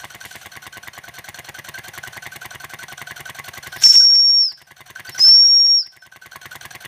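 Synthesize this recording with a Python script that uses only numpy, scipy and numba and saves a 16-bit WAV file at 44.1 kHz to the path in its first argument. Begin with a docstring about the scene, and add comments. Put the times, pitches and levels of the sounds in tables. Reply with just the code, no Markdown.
"""A small one-cylinder steam engine turns about ten times a second, quickening from 1 s to 3 s.
Each turn admits steam through a ringing pipe, knocks in loose bearings and puffs out the exhaust.
Early on a fitting hisses briefly. At 3.8 s and 5.2 s a hand opens the boiler's whistle: a gliding tone
that sputters on wet steam, swells, and sags as the valve shuts; faint chirps seep past the valve.
A small room answers; a slow gain control sinks under loud sound and recovers at a steady rate."""
import sys
import numpy as np
from scipy import signal
from scipy.fft import rfft, irfft, next_fast_len
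from scipy.io import wavfile
from scipy.ndimage import uniform_filter1d, minimum_filter1d, map_coordinates
from numba import njit

SR = 44100
rng = np.random.default_rng(int(sys.argv[2]) if len(sys.argv) > 2 else 0)


def log_audio(samples):
    """Write samples as a 16-bit WAV file to the path given in sys.argv[1]."""
    # one column per channel
    frames = np.atleast_2d(samples).T
    # limit to full scale, then quantise
    limited = np.clip(frames, -1, 1)
    pcm = np.round(limited * 32767).astype(np.int16)
    wavfile.write(sys.argv[1], SR, pcm)


N = 302967

# Room decay. Each row: frequency in Hz, t60 in seconds.
ROOM_DECAY = [(100, 0.072), (400, 0.15), (1000, 0.27), (5000, 0.29), (15000, 0.063)]
# Microphone's bass cut. Each row: frequency in Hz, gain in dB.
MIC_BASS_CUT = [(20, -32), (38, -16.5), (52, 0), (70, 0.5)]
# Colour of boiler simmer and room murmur. Each row: frequency in Hz, relative density in dB.
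SIMMER_COLOUR = [(25, -25.5), (60, -0.5), (140, 5.5), (280, -11), (450, -9.5), (700, 1.5), (1250, -6),
                 (1900, -0.5), (2600, -5), (5000, -16), (6200, -12.5), (7500, -31), (9000, -13),
                 (10400, -17), (12000, -20.5), (15500, -19.5)]
# Short hiss from a boiler fitting. Each row: time in seconds, level in dB.
WEEP_LEVEL = [(0, -51), (.19, -59.5), (.22, -51.5), (.27, -44.5), (.305, -48.5), (.345, -50), (.39, -47.5),
              (.6, -72.5)]
# Colour of that hiss. Each row: frequency in Hz, relative density in dB.
WEEP_SPECTRUM = [(1000, -19.5), (3000, 6.5), (5000, 0), (8500, 0), (11000, -4.5), (15500, -12.5)]
# Flywheel speed. Each row: time in seconds, turns per second.
FLYWHEEL_SPEED = [(0.0, 9.617), (1.05, 9.636), (1.4, 9.965), (2.0, 10.42), (3.0, 10.758), (3.8, 10.669),
                  (4.5, 10.458), (5.1, 10.552), (5.8, 10.137), (6.87, 10.198)]
# How hard the engine works. 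Each row: time in seconds, base level in dB.
ENGINE_EFFORT = [(0, -31), (.95, -32.5), (1.3, -31), (2.1, -29.5), (2.65, -30.5), (3.35, -30.3), (3.7, -29),
                 (4.2, -31), (6.87, -32)]
# Modes of base plate and table top. Each row: frequency in Hz, t60 in seconds,
# dB pushed at the crank, dB pushed at the piston (both relative).
BASE_MODES = [(62.6, 0.02, -24.5, -23.5), (117.5, 0.035, -12.5, -1), (139.7, 0.34, -31.5, -24),
              (206, 0.033, -9.5, -12.5), (340.6, 0.024, -4, -4.5)]
# Hand bumping the boiler. Each row: time in seconds, level in dB.
HAND_BUMPS = [(5.085, -40.5), (5.307, -30), (5.334, -35)]
# Exhaust colour. Each row: frequency in Hz, relative density in dB.
EXHAUST_COLOUR = [(60, -17), (250, -7.5), (450, 4), (1000, -11.5), (2500, 10.5), (5000, 1.5), (6200, 4.5),
                  (9500, 4), (10400, -0.5), (11600, 4.5), (15500, 3.5)]
# Modes of the engine frame. 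Each row: frequency in Hz, t60 in seconds,
# dB struck at the crank, dB struck at the piston (both relative).
FRAME_MODES = [(540, 0.043, -26.5, -16), (704, 0.048, -12, -18.5), (812, 0.048, -8.5, -25.5),
               (1009, 0.025, -5, -13.5), (1099, 0.029, 0.5, -26.5), (1680, 0.032, -4.5, -10.5),
               (1927, 0.017, 1.5, 4), (2057, 0.034, -11.5, 5.5), (2188, 0.03, -7.5, -12.5),
               (2860, 0.012, -3.5, 0.5), (3360, 0.015, -8, -4), (3660, 0.029, -11, -21.5),
               (4400, 0.011, -6, -24.5), (6460, 0.027, -24.5, -13)]
# Metal contacts around dead centre. Each row: share of a turn after the knock, relative level in dB,
# timing scatter in seconds, place from 0 (crank) to 1 (piston).
DEAD_CENTRE_CONTACTS = [(-.058, -6.5, 0.0016, 0.39), (-.035, -14, 0.00068, 0.96), (0, 2, 0.000089, 0.12),
                        (.098, 0.5, 0.00024, 0.4), (0.116, -12.5, 0.00039, 0.085),
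                        (0.168, -11.5, 0.0012, 0.88)]
# Resonances of steam pipe and cylinder. Each row: frequency in Hz, width in Hz, relative level in dB.
PIPE_RESONANCES = [(130, 71, -30.5), (726, 53, -4), (1060, 84, -11), (1561, 102, -0.5), (3106, 110, -7),
                   (3530, 460, -14.5), (4306, 140, -7), (5967, 284, -8.5), (8700, 300, -18.5)]
# Steam flow in one stroke. Each row: seconds after admission, rush in dB, pipe note in dB (both relative).
STROKE_FLOW = [(-.01, -46, -64.5), (-.004, -2, -31), (0, 4, -11.5), (.004, 4.5, 5.5), (.009, -6, -0.5),
               (0.018, -3, -1), (.034, -1.5, -7.5), (.046, -27.5, -15.5), (0.069, -50.5, -44)]
# How loudly the pipe sings. Each row: time in seconds, base level in dB.
PIPE_SINGING = [(0, -39), (1.3, -39), (2, -36), (2.9, -31.5), (3.55, -38), (4.2, -32.5), (4.8, -41.5),
                (5.1, -31.5), (6.2, -30), (6.65, -41)]
# Strokes with a set note level. 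Each row: time in seconds, base level in dB.
SET_NOTES = [(.003, -32), (.728, -31.5), (1.039, -35), (1.547, -36.5), (1.744, -30), (2.034, -29.5),
             (3.725, -30.5), (4.006, -24.5), (4.96, -28)]
# Whistle blasts. Each row: valve opens in seconds, shut in seconds, time to shut in seconds,
# first opening 0-1, tone level in dB, fully open pitch in Hz, swell in dB, wet spray in dB, wet for seconds.
WHISTLE_BLASTS = [(3.837, 4.55, 0.17, .89, 4.5, 5532, 6.5, -17.5, 0.18),
                  (5.192, 5.858, .102, 0.58, 5.5, 5566, 5.5, -31.5, 0.1)]
# Chirps of seeping steam. Each row: start in seconds, length in seconds, start Hz, end Hz, level in dB.
SEEP_CHIRPS = [(5.066, .03, 4330, 4940, -38.5), (5.076, .055, 4950, 3360, -50.5),
               (5.108, .06, 5540, 5250, -39), (5.177, 0.012, 5300, 6270, -25),
               (5.976, 0.1, 5400, 5220, -41)]
# Hiss at the whistle's lip. Each row: frequency in Hz, relative density in dB.
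JET_COLOUR = [(100, 9.5), (700, -6.5), (2000, 0.5), (4500, 12), (5600, 17), (7000, -27.5), (9500, 6),
              (11000, 2), (12500, 6.5), (15500, -3)]
# Colour of the wet spray. Each row: frequency in Hz, relative density in dB.
SPRAY_COLOUR = [(300, -32.5), (1500, -32), (3000, -22.5), (4600, -8.5), (5500, 9), (6500, 2.5), (7500, -7),
                (9000, -15.5), (12000, -23), (15500, -15)]
# Water slugs shot through the whistle. Each row: time in seconds, splutter in dB, width in seconds,
# tone choked by dB, pitch bent by a share.
WATER_SLUGS = [(3.827, -23, 0.0093, 2, .03), (3.839, -24, 0.0024, -0.5, 0.018),
               (3.884, -33, 0.0061, 6, -.02), (3.931, -21.5, 0.0068, 19.5, -.025),
               (3.955, -20, 0.0054, 1.5, .015), (4.153, -22.5, 0.009, 1, -0.0095),
               (5.197, -31.5, 0.0038, 8, 0.0032), (5.478, -30.5, .004, 4, 0.016),
               (5.668, -32.5, .005, -1, -.012)]
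# Colour of the splutter. Each row: frequency in Hz, relative density in dB.
SLUG_COLOUR = [(200, -25), (900, -18), (1500, -7.5), (2900, 0), (4200, -6), (5500, 5.5), (7000, 2.5),
               (9500, -13), (15500, -16.5)]

TOP_HZ = 15400  # band limit
FIRST_KNOCK_S = .0426
ADMISSION_LEAD_TURNS = 0.4046  # port opens this far before the knock
OPENING_S = 0.087  # time constant of the valve easing fully open
SPEAK_S = 0.0022  # linear build-up of the tone
PITCH_POWER, LEVEL_POWER = .21, 3.43  # pitch and amplitude go with these powers of the opening
DRYING_DB_PER_S, MIST_DB = 260, -48  # the spray dries down to a thin mist
SWELL_S = 0.23  # width of the bell by which the pipe clears


def amp(db):
    """Decibels to gain."""
    return 10 ** (np.asarray(db) / 20)


def unit(x):
    """x at rms 1."""
    return x / np.sqrt(np.mean(x ** 2) + 1e-20)


def along(points, hz):
    """(Hz, value) points read on a log axis."""
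    f, v = np.transpose(points)
    return np.interp(np.log(hz + 1), np.log(f + 1), v)


def curves(rows):
    """One value per sample for each column after the time."""
    s, *cols = np.transpose(rows)
    return [np.interp(np.arange(N) / SR, s, c) for c in cols]


def wobble(knots_per_s):
    """Smooth random curve."""
    knots = rng.standard_normal(int(N * knots_per_s / SR) + 4)
    return map_coordinates(knots, [np.arange(N) * knots_per_s / SR])


def filtered(x, response):
    """x times a response of frequency."""
    size = next_fast_len(N + SR // 2)
    return irfft(rfft(x, size) * response(np.fft.rfftfreq(size, 1 / SR)), size)[:N]


def noise(spectrum):
    """Coloured noise of rms 1."""
    white = rng.standard_normal(N)
    return unit(filtered(white, lambda hz: amp(along(spectrum, hz))))


def add(track, start_s, sound):
    """Mix a sound into the track, cropped to its ends."""
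    start = round(start_s * SR)
    part = sound[max(-start, 0):max(N - start, 0)]
    track[max(start, 0):][:len(part)] += part


def swells(times_s, levels_db, width_s):
    """Envelope of bell-shaped swells, one at each time."""
    track, t = np.zeros(N), np.arange(-SR // 20, SR // 20) / SR
    bell = np.exp(-.5 * (t / width_s) ** 2)
    for s, db in zip(times_s, levels_db):
        add(track, s + t[0], amp(db) * bell)
    return track


def room(x):
    """Room reverberation: a noise tail in which each frequency dies at its own speed."""
    hz, t, z = signal.stft(rng.standard_normal(SR // 2), SR, nperseg=256)
    decay = amp(-60 * t / along(ROOM_DECAY, hz)[:, None])
    tail = signal.istft(z * decay, SR, nperseg=256)[1]
    tail = np.pad(tail, (SR // 200, 0))  # 5 ms before the answer
    return signal.fftconvolve(x, tail / np.linalg.norm(tail))[:N]


def air(simmer_db=-50.5, follow=0.97):
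    """Boiler simmer and room murmur as one noise that follows the effort; a fitting weeps steam."""
    effort_db, = curves(ENGINE_EFFORT)
    simmer_level_db = simmer_db + follow * (effort_db - effort_db.mean()) + wobble(25)
    simmer = amp(simmer_level_db) * noise(SIMMER_COLOUR)
    weep = amp(curves(WEEP_LEVEL)[0] + wobble(40)) * noise(WEEP_SPECTRUM)
    return simmer + weep


def turns():
    """For each flywheel turn: knock time (s), length (s) and strength (dB), from integrated speed."""
    speed, = curves(FLYWHEEL_SPEED)
    done = np.cumsum(speed) / SR
    done -= done[round(FIRST_KNOCK_S * SR)]
    at = np.searchsorted(done, np.arange(int(done[-1]) + 1))
    return at / SR, 1 / speed[at], curves(ENGINE_EFFORT)[0][at]


def thumps(crank_lag_s=0.00095, piston_share=0.0863, rise_s=0.0017, level_db=1,
           bump_hz=100, bump_t60_s=0.073):
    """Crank, then piston, pushes the base into its low modes every turn; a hand bumps the boiler."""
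    track, t = np.zeros(N), np.arange(SR // 4) / SR

    def push(hz, t60_s):
        """Decaying mode with a soft onset."""
        return np.sin(2 * np.pi * hz * t) * (1 - np.exp(-t / rise_s)) * amp(-60 * t / t60_s)

    crank = sum(amp(db) * push(hz, t60_s) for hz, t60_s, db, _ in BASE_MODES)
    piston = sum(amp(db) * push(hz, t60_s) for hz, t60_s, _, db in BASE_MODES)
    for s, turn_s, db in zip(*turns()):
        add(track, s + crank_lag_s, -amp(db + level_db) * crank)
        add(track, s + crank_lag_s + piston_share * turn_s, -amp(db + level_db) * piston)
    for s, db in HAND_BUMPS:
        add(track, s, amp(db) * push(bump_hz, bump_t60_s))
    return track


def exhaust(puff_lag_s=0.005, puff_db=-1, tail_db=-15, blowby_lag_s=0.013, blowby_db=-12):
    """Spent steam spits out as noise just after the knock; some slips past the port face in mid-stroke."""
    knocked_s, turn_s, strength_db = turns()
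    admitted_s = knocked_s - ADMISSION_LEAD_TURNS * turn_s
    level_db = strength_db + rng.normal(0, 1, len(knocked_s))
    puffs = swells(knocked_s + puff_lag_s, level_db + puff_db, width_s=0.0018)
    puffs += swells(knocked_s + 2 * puff_lag_s, level_db + tail_db, width_s=0.0039)
    puffs += swells(admitted_s + blowby_lag_s, level_db + blowby_db, width_s=0.0059)
    puffs += swells(admitted_s, level_db - 13.5, width_s=0.0023)
    return puffs * unit(noise(EXHAUST_COLOUR) * amp(1.6 * wobble(1500)))


def blow(modes_db, crack_db, crack_t60_s, snap_db=4, snap_hz=3000, snap_t60_s=0.00069):
    """One metal contact: a hard snap, a short crack and the frame's modes at fresh strengths."""
    t = np.arange(SR // 10) / SR
    hz, t60_s = np.transpose(FRAME_MODES)[:2, :, None]
    size, phase = rng.standard_normal((2, len(FRAME_MODES), 1))
    decay = amp(modes_db[:, None] + 3.64 * size - 60 * t / t60_s)
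    ring = decay * np.sin(2 * np.pi * hz * t + 0.87 * phase)
    crack = amp(crack_db - 60 * t / crack_t60_s) * rng.standard_normal(len(t))
    snap = amp(snap_db - 60 * t / snap_t60_s) * np.sin(2 * np.pi * snap_hz * t)
    return (ring.sum(0) + crack + snap) * (1 - np.exp(-t / 0.00025))


def knocks(crack_db=-2, crack_t60_s=0.0038):
    """Slack taken up at dead centre: two light taps, the crank's knock, then three more contacts."""
    track = np.zeros(N)
    at_crank_db, at_piston_db = np.transpose(FRAME_MODES)[2:]
    for s, turn_s, db in zip(*turns()):
        for share, contact_db, scatter_s, place in DEAD_CENTRE_CONTACTS:
            modes_db = at_crank_db + place * (at_piston_db - at_crank_db)
            sound = blow(modes_db, crack_db, crack_t60_s)
            contact_s = s + share * turn_s + scatter_s * rng.normal()
            add(track, contact_s, amp(db + contact_db + rng.normal()) * sound)
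    return track


def pipe_response(f):
    """Sum of resonances with alternating sign."""
    total = 0
    for k, (centre_hz, width_hz, db) in enumerate(PIPE_RESONANCES):
        damping = 1j * f * width_hz
        total = total + (-1) ** k * amp(db) * damping / (centre_hz ** 2 - f * f + damping)
    return total


def admission(flow_db=-9.0, ring_db=-2.5, ring_scatter_db=2, ring_hz=1515,
              turn_waver=0.00878, stroke_waver=0.0195, flutter_db=3.0):
    """The port opens: steam rushes through the pipe's resonances and blows a short, throaty note."""
    flow, ring, t = np.zeros(N), np.zeros(N), np.arange(SR // 10) / SR
    after_s, rush_db, note_db = np.transpose(STROKE_FLOW)
    rush = amp(np.interp(t + after_s[0], after_s, rush_db))
    note = amp(np.interp(t + after_s[0], after_s, note_db))
    knocked_s, turn_s, strength_db = turns()
    admitted_s = knocked_s - ADMISSION_LEAD_TURNS * turn_s
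    sung_db = np.interp(admitted_s, *np.transpose(PIPE_SINGING))
    sung_db = sung_db + ring_scatter_db * rng.standard_normal(len(admitted_s))
    for s, db in SET_NOTES:
        sung_db[np.argmin(np.abs(admitted_s - s))] = db  # nearest stroke
    for s, db, level_db in zip(admitted_s, sung_db, strength_db):
        add(flow, s + after_s[0], amp(level_db + flow_db) * rush)
        add(ring, s + after_s[0], amp(db + ring_db) * note)
    steam = rng.standard_normal(N) * amp(3.3 * wobble(400))
    # water in the pipe bends the note, from turn to turn and within a stroke
    hz = ring_hz * (1 + turn_waver * wobble(11) + stroke_waver * wobble(220))
    tone = np.sin(2 * np.pi * np.cumsum(hz) / SR) * amp(flutter_db * wobble(180))
    piped = filtered(flow * steam, pipe_response) / np.std(filtered(steam, pipe_response))
    return piped + ring * tone


def opening(opens_s, shut_s, closing_s, first):
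    """Valve opening (0-1): starts at first, eases fully open, then closes ever faster."""
    t = np.arange(N) / SR
    eased = 1 - (1 - first) * np.exp(-np.maximum(t - opens_s, 0) / OPENING_S)
    closed = np.clip((t - shut_s) / closing_s + 1, 0, 1) ** 2
    return np.clip(eased * (1 - closed), 1e-4, 1)


def seeps():
    """Steam past the barely open valve pipes faint gliding chirps."""
    track = np.zeros(N)
    for s, length_s, start_hz, end_hz, db in SEEP_CHIRPS:
        hz = np.linspace(start_hz, end_hz, round(length_s * SR))
        chirp = np.hanning(len(hz)) * np.sin(2 * np.pi * np.cumsum(hz) / SR)
        add(track, s, amp(db) * np.sqrt(2) * chirp)
    return track


def spray(onset_db_per_s=1500):
    """Spray amplitude: condensed water blows out at the start of each blast, then dries up."""
    t, total = np.arange(N) / SR, np.zeros(N)
    for opens_s, shut_s, closing_s, first, _, _, _, wet_db, wet_s in WHISTLE_BLASTS:
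        water = amp(wet_db - DRYING_DB_PER_S * np.maximum(t - opens_s - wet_s, 0))
        mist = amp(MIST_DB) * opening(opens_s, shut_s, closing_s, first)
        total += (water + mist) * amp(-onset_db_per_s * np.maximum(opens_s - t, 0))
    return total


def valve(jet_db=-32, lead_db_per_s=140, spit_db=1.5, grain_db=1.5):
    """Steam hisses at the whistle's lip, even before it speaks; the spray comes in spits."""
    t, spits = np.arange(N) / SR, wobble(170)
    flow = np.zeros(N)
    for blast in WHISTLE_BLASTS:
        lead = amp(-lead_db_per_s * np.maximum(blast[0] - t, 0))
        flow += opening(*blast[:4]) ** 2 * lead
    jet = flow * amp(jet_db + 0.96 * wobble(65) + 1.5 * spits) * noise(JET_COLOUR)
    spitting = amp(-0.5 + spit_db * spits + grain_db * wobble(900))
    return jet + spray() * spitting * noise(SPRAY_COLOUR)


def spurts(grain_db=4):
    """Each slug of water breaks up at the lip in a short, coarse splutter."""
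    bursts = sum(swells([s], [db], width_s) for s, db, width_s, _, _ in WATER_SLUGS)
    return bursts * unit(noise(SLUG_COLOUR) * amp(grain_db * wobble(800)))


def whistle(octave_db=-39, waver=0.0019, drift=0.0013, surge=.005, surge_width_s=0.019,
            flutter_db=-0.4, wet_waver=0.0055, wet_flutter_db=2):
    """Nearly pure pipe tone: follows the valve, lifts in pitch at each engine turn, staggers on water."""
    track, t, water = np.zeros(N), np.arange(N) / SR, spray()
    wet = np.sqrt(water / water.max())
    choke_db = sum(db * swells([s], [0], width_s) for s, _, width_s, db, _ in WATER_SLUGS)
    kicks = sum(share * swells([s], [0], width_s) for s, _, width_s, _, share in WATER_SLUGS)
    knocked_s = turns()[0]
    surges = swells(knocked_s, np.zeros(len(knocked_s)), surge_width_s)
    bend = 1 + surge * (surges - surges.mean()) + kicks
    bend += drift * wobble(30) + (waver + wet_waver * wet) * wobble(330)
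    for opens_s, shut_s, closing_s, first, db, top_hz, swell_db, _, _ in WHISTLE_BLASTS:
        gap = opening(opens_s, shut_s, closing_s, first)
        phase = 2 * np.pi * np.cumsum(top_hz * gap ** PITCH_POWER * bend) / SR
        clogged = np.exp(-((t - opens_s) / SWELL_S) ** 2)
        speaking = np.clip((t - opens_s) / SPEAK_S, 0, 1)
        level = amp(db - swell_db * clogged) * gap ** LEVEL_POWER * speaking
        track += np.sqrt(2) * level * (np.sin(phase) + amp(octave_db) * np.sin(2 * phase))
    return track * amp((flutter_db + wet_flutter_db * wet) * wobble(280) - choke_db)


def scene():
    """Engine and whistle close by, in a small room."""
    engine = admission() + knocks() + exhaust() + thumps()
    steam = whistle() + seeps() + valve() + spurts()
    answer = amp(-19.5) * room(engine) + amp(-17.5) * room(steam)
    return (engine + steam + answer + air())[None]


@njit
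def gain_cut(excess_db, attack, release):
    """Gain reduction (dB): creeps up to the excess level, falls back at a steady rate per sample."""
    cut, now = np.zeros(len(excess_db)), 0.0
    for i in range(len(excess_db)):
        if excess_db[i] > now:
            now += (excess_db[i] - now) * attack
        else:
            now = max(excess_db[i], now - release)
        cut[i] = now
    return cut


def record(dry, threshold_db=-13, attack_s=0.089, release_db_per_s=25):
    """Mono: bass cut, slow gain control, peak limiter, band limit."""
    sound = filtered(dry[0], lambda hz: amp(along(MIC_BASS_CUT, hz)))
    power = np.abs(uniform_filter1d(sound ** 2, size=441))  # 10 ms mean
    excess_db = np.maximum(10 * np.log10(power + 1e-12) - threshold_db, 0)
    sound = sound * amp(-gain_cut(excess_db, 1 / (attack_s * SR), release_db_per_s / SR))
    ceiling = .95
    needed = np.minimum(1, ceiling / (np.abs(sound) + 1e-9))
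    gain = uniform_filter1d(minimum_filter1d(needed, size=129), size=129)
    return filtered(sound * gain, lambda hz: hz < TOP_HZ)[None]


dry = scene()
out = record(dry)
log_audio(out)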